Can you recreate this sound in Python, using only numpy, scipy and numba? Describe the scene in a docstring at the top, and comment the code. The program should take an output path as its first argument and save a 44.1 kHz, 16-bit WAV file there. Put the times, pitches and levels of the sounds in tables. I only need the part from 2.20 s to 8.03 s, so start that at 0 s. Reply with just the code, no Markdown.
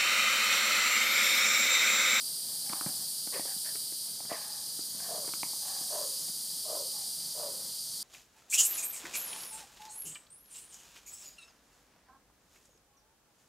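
"""Dog's breath huffs and pants close by, among thudding paws on damp sand and slaps of a fabric toy.
Breath is noise through moving resonances; paws and toy are damped rings with grit or a sharp crack.
In the trees a dense cicada chorus hisses as shaped noise, with a few nearer insects as thin tones.
Distant traffic and leaves hum below; fence and trees scatter short echoes. One phone microphone."""
import sys
import numpy as np
from scipy import signal
from scipy.fft import rfft, irfft, next_fast_len
from scipy.io import wavfile
from scipy.ndimage import uniform_filter1d
from numba import njit

SR = 44100
rng = np.random.default_rng(int(sys.argv[2]) if len(sys.argv) > 2 else 0)


def log_audio(samples):
    """Write samples as a 16-bit WAV file to the path given in sys.argv[1]."""
    # one column per channel
    frames = np.atleast_2d(samples).T
    # limit to full scale, then quantise
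    limited = np.clip(frames, -1, 1)
    pcm = np.round(limited * 32767).astype(np.int16)
    wavfile.write(sys.argv[1], SR, pcm)


def convert_level_to_amplitude(level_db):
    """Map a level in decibels to its linear amplitude factor."""
    exponent = np.asarray(level_db, float) / 20
    return 10 ** exponent


N = 257058

# Hard breaths out, forced by the stride. Each row: start in seconds, length in seconds,
# throat level in dB, throat resonance in Hz, sharpness in dB (mouth wide, air over the teeth).
SNORTS = [(1.118, 0.071, -44, 523, 1.5), (2.089, 0.062, -40.5, 632, 2.5)]
# Slower breaths out. Each row: start in seconds, length in seconds, throat level in dB,
# throat resonance in Hz, sharpness in dB.
PANTS = [(2.875, 0.14, -42.5, 650, -1), (3.695, 0.16, -42.5, 614, 7), (4.44, 0.18, -42, 613, -2),
         (5.13, 0.2, -45, 590, 3)]
# Breaths in, mostly weaker and higher. Each row: start in seconds, length in seconds,
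# throat level in dB, throat resonance in Hz, sharpness in dB.
GASPS = [(.27, 0.13, -68, 760, 2), (.43, 0.25, -53.5, 800, -2), (2.16, 0.21, -55.5, 860, 0),
         (2.78, 0.13, -56.5, 720, 3.5), (3.39, 0.24, -53, 790, -3), (4.73, .1, -61.5, 810, -6)]
# Quick sniffs, strong in the nose. Each row: start in seconds, length in seconds,
# throat level in dB, throat resonance in Hz, sharpness in dB.
SNIFFS = [(1.265, .085, -55.5, 760, -6), (1.442, .075, -61, 640, 2.5)]
# Shape of each kind of breath. Each row: attack as a share of length, fade in dB per length,
# throat sag in Hz per second, mouth in Hz, nose in Hz, then mouth, nose and hiss in dB
# relative to the throat, before sharpness.
SNORT_SHAPE = (0.4, 19, 100, 1070, 1890, -5, -6.5, -7)
PANT_SHAPE = (0.28, 21, 900, 995, 1678, -10, -26, -30)
GASP_SHAPE = (0.27, 15.5, 402, 1035, 1717, -3.5, -6, -7)
SNIFF_SHAPE = (0.2, 40, 200, 1040, 1720, -6, 5.5, 0)
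# Paw falls on the sand. Each row: start in seconds, ring peak in dB, ground ring in Hz.
PAW_FALLS = [(0.498, -40, 210), (0.662, -30.5, 185), (0.694, -40.5, 257), (1.072, -41.5, 277),
             (1.195, -40.5, 284), (1.254, -39.5, 537), (1.363, -47, 205), (1.553, -41.5, 368),
             (1.722, -45.5, 334), (2.049, -45, 213), (2.591, -42, 305), (2.747, -47.5, 211),
             (3.045, -42.5, 423), (3.078, -37, 390), (3.612, -46.5, 253), (4.094, -47, 198)]
# Slaps of the toy and claw knocks. Each row: start in seconds, ring peak in dB, ring in Hz,
# sharp crack in dB relative to the ring.
TOY_SLAPS = [(0.495, -42.5, 830, 5.5), (0.527, -33, 1070, -17), (0.533, -25.5, 1090, -8),
             (0.611, -26, 1300, -14), (1.073, -45.5, 820, -16), (1.196, -30.5, 714, -7),
             (1.557, -45, 1900, 2), (2.005, -37, 744, -12), (2.117, -25, 646, -24), (3.09, -37.5, 921, -8),
             (3.137, -31, 1320, -2.5), (3.232, -26, 970, 1), (3.306, -53, 1330, -8), (3.334, -38, 875, -15),
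             (3.363, -47, 904, -8), (4.084, -44.5, 720, -6)]
# Near chorus overtones as the phone turns. Each row: time in seconds, level in dB.
NEAR_LEVEL = [(0.0, -37), (0.05, -38), (1.62, -37.5), (1.88, -40), (2.0, -43.5), (2.21, -42), (3.67, -38),
              (5.37, -40.5), (5.8, -42), (5.83, -40)]
# A higher-voiced kind further off. Each row: time in seconds, level in dB.
FAR_LEVEL = [(0.0, -48), (0.08, -51), (1.17, -48.5), (1.96, -51), (3.49, -45.5), (5.33, -49), (5.83, -47.5)]
# Near chorus, body resonance. Each row: frequency in Hz, relative density in dB per Hz.
NEAR_BODY_SPECTRUM = [(1410, -79), (2400, -28), (2740, -27), (3110, -15), (3540, -16), (4000, -9),
                      (4500, -2.5), (4900, 2), (5000, -7), (5170, -5), (5500, -7.5), (7150, -34),
                      (12100, -120)]
# Near chorus, overtones. Each row: frequency in Hz, relative density in dB per Hz.
NEAR_OVERTONE_SPECTRUM = [(4410, -34), (7500, -11.5), (8670, -2), (9540, -2), (11500, -9.5), (13900, -9.5),
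                          (14700, -9.5), (15400, -30)]
# The further kind. Each row: frequency in Hz, relative density in dB per Hz.
FAR_SPECTRUM = [(3240, -14), (5500, -7), (6000, -2), (7500, -5), (9750, -31), (16500, -120)]
# Lone insects. Each row: start in seconds, end in seconds, tone in Hz, tone amplitude in dB before wavering.
LONE_INSECTS = [(0, 5.83, 4880, -53), (2.5, 2.78, 6745, -57), (3.65, 4.1, 6720, -53), (3.7, 4.1, 7242, -56),
                (3.45, 3.7, 6300, -57)]
# Distant traffic and leaves. Each row: frequency in Hz, relative density in dB per Hz.
HUM_SPECTRUM = [(18, -73), (30, -17), (80, -9), (160, -3), (334, -11), (374, -12.5), (463, -12), (510, -11),
                (707, -12), (874, -14), (962, -15.5), (2160, -20), (3000, -57), (3900, -45), (6600, -120)]

FLUTTER_HZ, FLUTTER_DB = 73.36, 2  # loose throat tissue flaps in the airflow
THROAT_WIDTH_HZ, LOWER_THROAT_RATIO = 95., .81
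HOLD_SHARE = 0.66  # share of a breath's length before it fades
MOUTH_SHARE = 0.37  # how far the mouth level follows sharpness
SAG_START_SHARE, SAG_S = .55, .11  # the throat holds for this share of length, then relaxes this long
PAW_CYCLES, SLAP_CYCLES = 4.8, 6.4  # ring cycles to fall 60 dB
CRUNCH_DB = -0.5  # relative to the paw's ring
CONTACT_S = .0004  # rise of a toy slap
TURN_S = .2  # the turning of the hand is smoothed over this time
BODY_DB, BODY_FOLLOWS = -43, 0.63  # body band when overtones are at -40 dB; it beams less, so follows partly
HUM_DB = -59.5  # rms, before the microphone
YARD_T60_S, YARD_DB = .3, -18  # echo decay; echo energy relative to the direct sound


def level(x, db):
    """Scale to an rms level in dB."""
    return x * convert_level_to_amplitude(db) / np.sqrt(np.mean(x ** 2))


def walk(rate):
    """Random levels held 1 / rate seconds and slewed twice; spread near 1."""
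    hold = int(SR / rate)
    steps = np.repeat(rng.standard_normal(N // hold + 1), hold)
    slewed = uniform_filter1d(uniform_filter1d(steps, hold), hold)
    return 1.3 * slewed[:N]


def coloured(spectrum):
    """Noise with the given spectrum in Hz and dB, rms 1."""
    size = next_fast_len(N)
    hz, db = np.transpose(spectrum)
    f = np.maximum(np.arange(size // 2 + 1) * SR / size, 1)
    gain = convert_level_to_amplitude(np.interp(np.log(f), np.log(hz), db, left=-90, right=-90))
    noise = irfft(rfft(rng.standard_normal(size)) * gain, size)
    return level(noise[:N], 0)


def add(out, s, sound):
    """Mix a short sound in at time s."""
    i = int(s * SR)
    out[i:i + len(sound)] += sound[:N - i]


def ring(hz, t60, rise_s):
    """A damped ring that swells over the contact time, peak 1."""
    t = np.arange(int(.08 * SR)) / SR
    decay = np.exp(-np.log(1000) * t / t60)
    y = np.sin(2 * np.pi * hz * t) * decay * (1 - np.exp(-t / rise_s))
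    return y / np.abs(y).max()


@njit
def svf(x, hz, width):
    """State-variable band-pass with a moving centre, gain 1 at the centre."""
    y, band, low = np.empty(len(x)), 0., 0.
    for i in range(len(x)):
        g, k = np.tan(np.pi * hz[i] / SR), width / hz[i]
        v = (band + g * (x[i] - low)) / (1 + g * (g + k))
        band, low, y[i] = 2 * v - band, low + 2 * g * v, k * v
    return y


def resonance(air, hz, width):
    """A steep-sided resonance from two band-passes in series, rms 1."""
    return level(svf(svf(air, hz, width), hz, 1.75 * width), 0)


def breath_controls():
    """Each breath swells, holds and dies away as the throat relaxes; returns four gains, three resonances."""
    t = np.arange(N) / SR
    gains, hz = np.zeros((4, N)), np.full((3, N), 1000.)
    kinds = (SNORTS, SNORT_SHAPE), (PANTS, PANT_SHAPE), (GASPS, GASP_SHAPE), (SNIFFS, SNIFF_SHAPE)
    breaths = sorted((breath, shape) for table, shape in kinds for breath in table)
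    for (start, length, db, throat_hz, sharp_db), shape in breaths:
        attack, fade_db, sag_hz, mouth_hz, nose_hz, mouth_db, nose_db, hiss_db = shape
        share = (t - start) / length
        after_hold = np.maximum(share - HOLD_SHARE, 0)
        flow = np.clip(share / attack, 0, 1) * convert_level_to_amplitude(db - fade_db * after_hold)
        mouth_rel_db = mouth_db + MOUTH_SHARE * sharp_db
        gains += flow * convert_level_to_amplitude(np.array([[0], [mouth_rel_db], [nose_db + sharp_db], [hiss_db + sharp_db]]))
        # the resonances stay put until the next breath begins
        now = t >= start
        relaxing_s = np.clip(t - start - SAG_START_SHARE * length, 0, SAG_S)
        hz[0, now] = throat_hz - sag_hz * relaxing_s[now]
        hz[1:, now] = [[mouth_hz], [nose_hz]]
    return gains, hz


def panting():
    """Fluttering turbulent breath rings twin throat, mouth and nose resonances, with hiss at the teeth."""
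    gains, (throat_hz, mouth_hz, nose_hz) = breath_controls()
    throat_gain, mouth_gain, nose_gain, hiss_gain = gains
    air = rng.standard_normal(N) * convert_level_to_amplitude(FLUTTER_DB * walk(FLUTTER_HZ * 2))
    throat = resonance(air, throat_hz, THROAT_WIDTH_HZ)
    # the throat resonance is partly evened out, so its level swings less than plain noise
    power = uniform_filter1d(throat ** 2, size=1100)
    throat = level(throat / (.3 + power) ** .35, 0)
    lower_throat = convert_level_to_amplitude(-8.0) * resonance(air, LOWER_THROAT_RATIO * throat_hz, 123.0)
    out = (throat + lower_throat) * throat_gain
    out += resonance(air, mouth_hz, 207.0) * mouth_gain
    out += resonance(air, nose_hz, 274.0) * nose_gain
    rough_air = air * convert_level_to_amplitude(3.5 * walk(400))
    out += resonance(rough_air, np.full(N, 2100.), 1500.0) * hiss_gain
    return out


def paws():
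    """A soft pad thumps the sand; grains crunch briefly under it."""
    out = np.zeros(N)
    grit = rng.standard_normal((len(PAW_FALLS), 1000))
    for (s, db, hz), grains in zip(PAW_FALLS, grit):
        fade = np.exp(-np.arange(len(grains)) / SR / 0.0095)
        crunch = uniform_filter1d(grains, size=14) * fade
        add(out, s, convert_level_to_amplitude(db) * ring(hz, PAW_CYCLES / hz, .5 / hz))
        add(out, s, convert_level_to_amplitude(db + CRUNCH_DB) * crunch / np.abs(crunch).max())
    return out


def slaps():
    """Stiff fabric snaps: a short ring, a low push of air and a sharper crack on top."""
    out = np.zeros(N)
    air_push = convert_level_to_amplitude(-13.5) * ring(328, 0.013, 0.0023)
    crack = ring(2230, 0.0058, .0001)
    for s, db, hz, crack_db in TOY_SLAPS:
        body = ring(hz, SLAP_CYCLES / hz, CONTACT_S)
        add(out, s, convert_level_to_amplitude(db) * (body + air_push + convert_level_to_amplitude(crack_db) * crack))
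    return out


def yard_echoes(dog):
    """Fence and trees return a short decaying scatter, starting 6 ms after the direct sound."""
    t = np.arange(int(.4 * SR)) / SR
    echoes = rng.standard_normal(len(t)) * np.exp(-np.log(1000) * t / YARD_T60_S) * (t > .006)
    echoes = uniform_filter1d(echoes, size=8)  # soft ground and leaves return little treble
    echoes *= convert_level_to_amplitude(YARD_DB) / np.sqrt(np.sum(echoes ** 2))
    return signal.fftconvolve(dog, echoes)[:N]


def turning_level(table):
    """Level in dB over time as the phone turns, smoothed to the pace of the hand."""
    path = np.interp(np.arange(N) / SR, *np.transpose(table))
    return uniform_filter1d(path, size=int(TURN_S * SR))


def cicadas():
    """Countless tymbals blur into smooth hiss on the body resonance and its overtones."""
    near_db, far_db = turning_level(NEAR_LEVEL), turning_level(FAR_LEVEL)
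    shimmer = .3 * walk(6)
    body_db = BODY_DB + BODY_FOLLOWS * (near_db + 40)
    body = coloured(NEAR_BODY_SPECTRUM) * convert_level_to_amplitude(body_db + shimmer + .5 * walk(90))
    far = coloured(FAR_SPECTRUM) * convert_level_to_amplitude(far_db + shimmer)
    overtones = coloured(NEAR_OVERTONE_SPECTRUM) * convert_level_to_amplitude(near_db + shimmer + 0.38 * walk(90))
    return body + far + overtones


def singers():
    """Single nearer insects stand out as thin tones that waver in level and slightly in pitch."""
    t, out = np.arange(N) / SR, np.zeros(N)
    for start, end, hz, db in LONE_INSECTS:
        swell = np.interp(t, [start, start + .06, end - .04, end], [0, 1, 1, 0])
        tone = np.sin(2 * np.pi * np.cumsum(hz + 12 * walk(25)) / SR)
        out += convert_level_to_amplitude(db + 2.5 * walk(12)) * swell * tone
    return out


def hum():
    """Distant traffic and leaves: low shaped noise, gently uneven."""
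    return level(coloured(HUM_SPECTRUM) * convert_level_to_amplitude(1.3 * walk(14)), HUM_DB)


def scene():
    """The dog and its yard echoes under the insects and hum; one microphone, the same in both channels."""
    dog = panting() + paws() + slaps()
    mono = dog + yard_echoes(dog) + cicadas() + singers() + hum()
    return np.array([mono, mono])


def roll_off(x):
    """The treble ends steeply here."""
    return signal.sosfilt(signal.butter(12, 15810, fs=SR, output="sos"), x)


def record(dry):
    """The phone microphone path cuts the bass steeply and the very top."""
    bass_cut = signal.butter(3, 105, "high", fs=SR, output="sos")
    top_cut = signal.ellip(10, .2, 70, 15300, fs=SR, output="sos")
    mix = signal.sosfilt(np.vstack([bass_cut, top_cut]), dry)
    return roll_off(mix)


dry = scene()
out = record(dry)
log_audio(out)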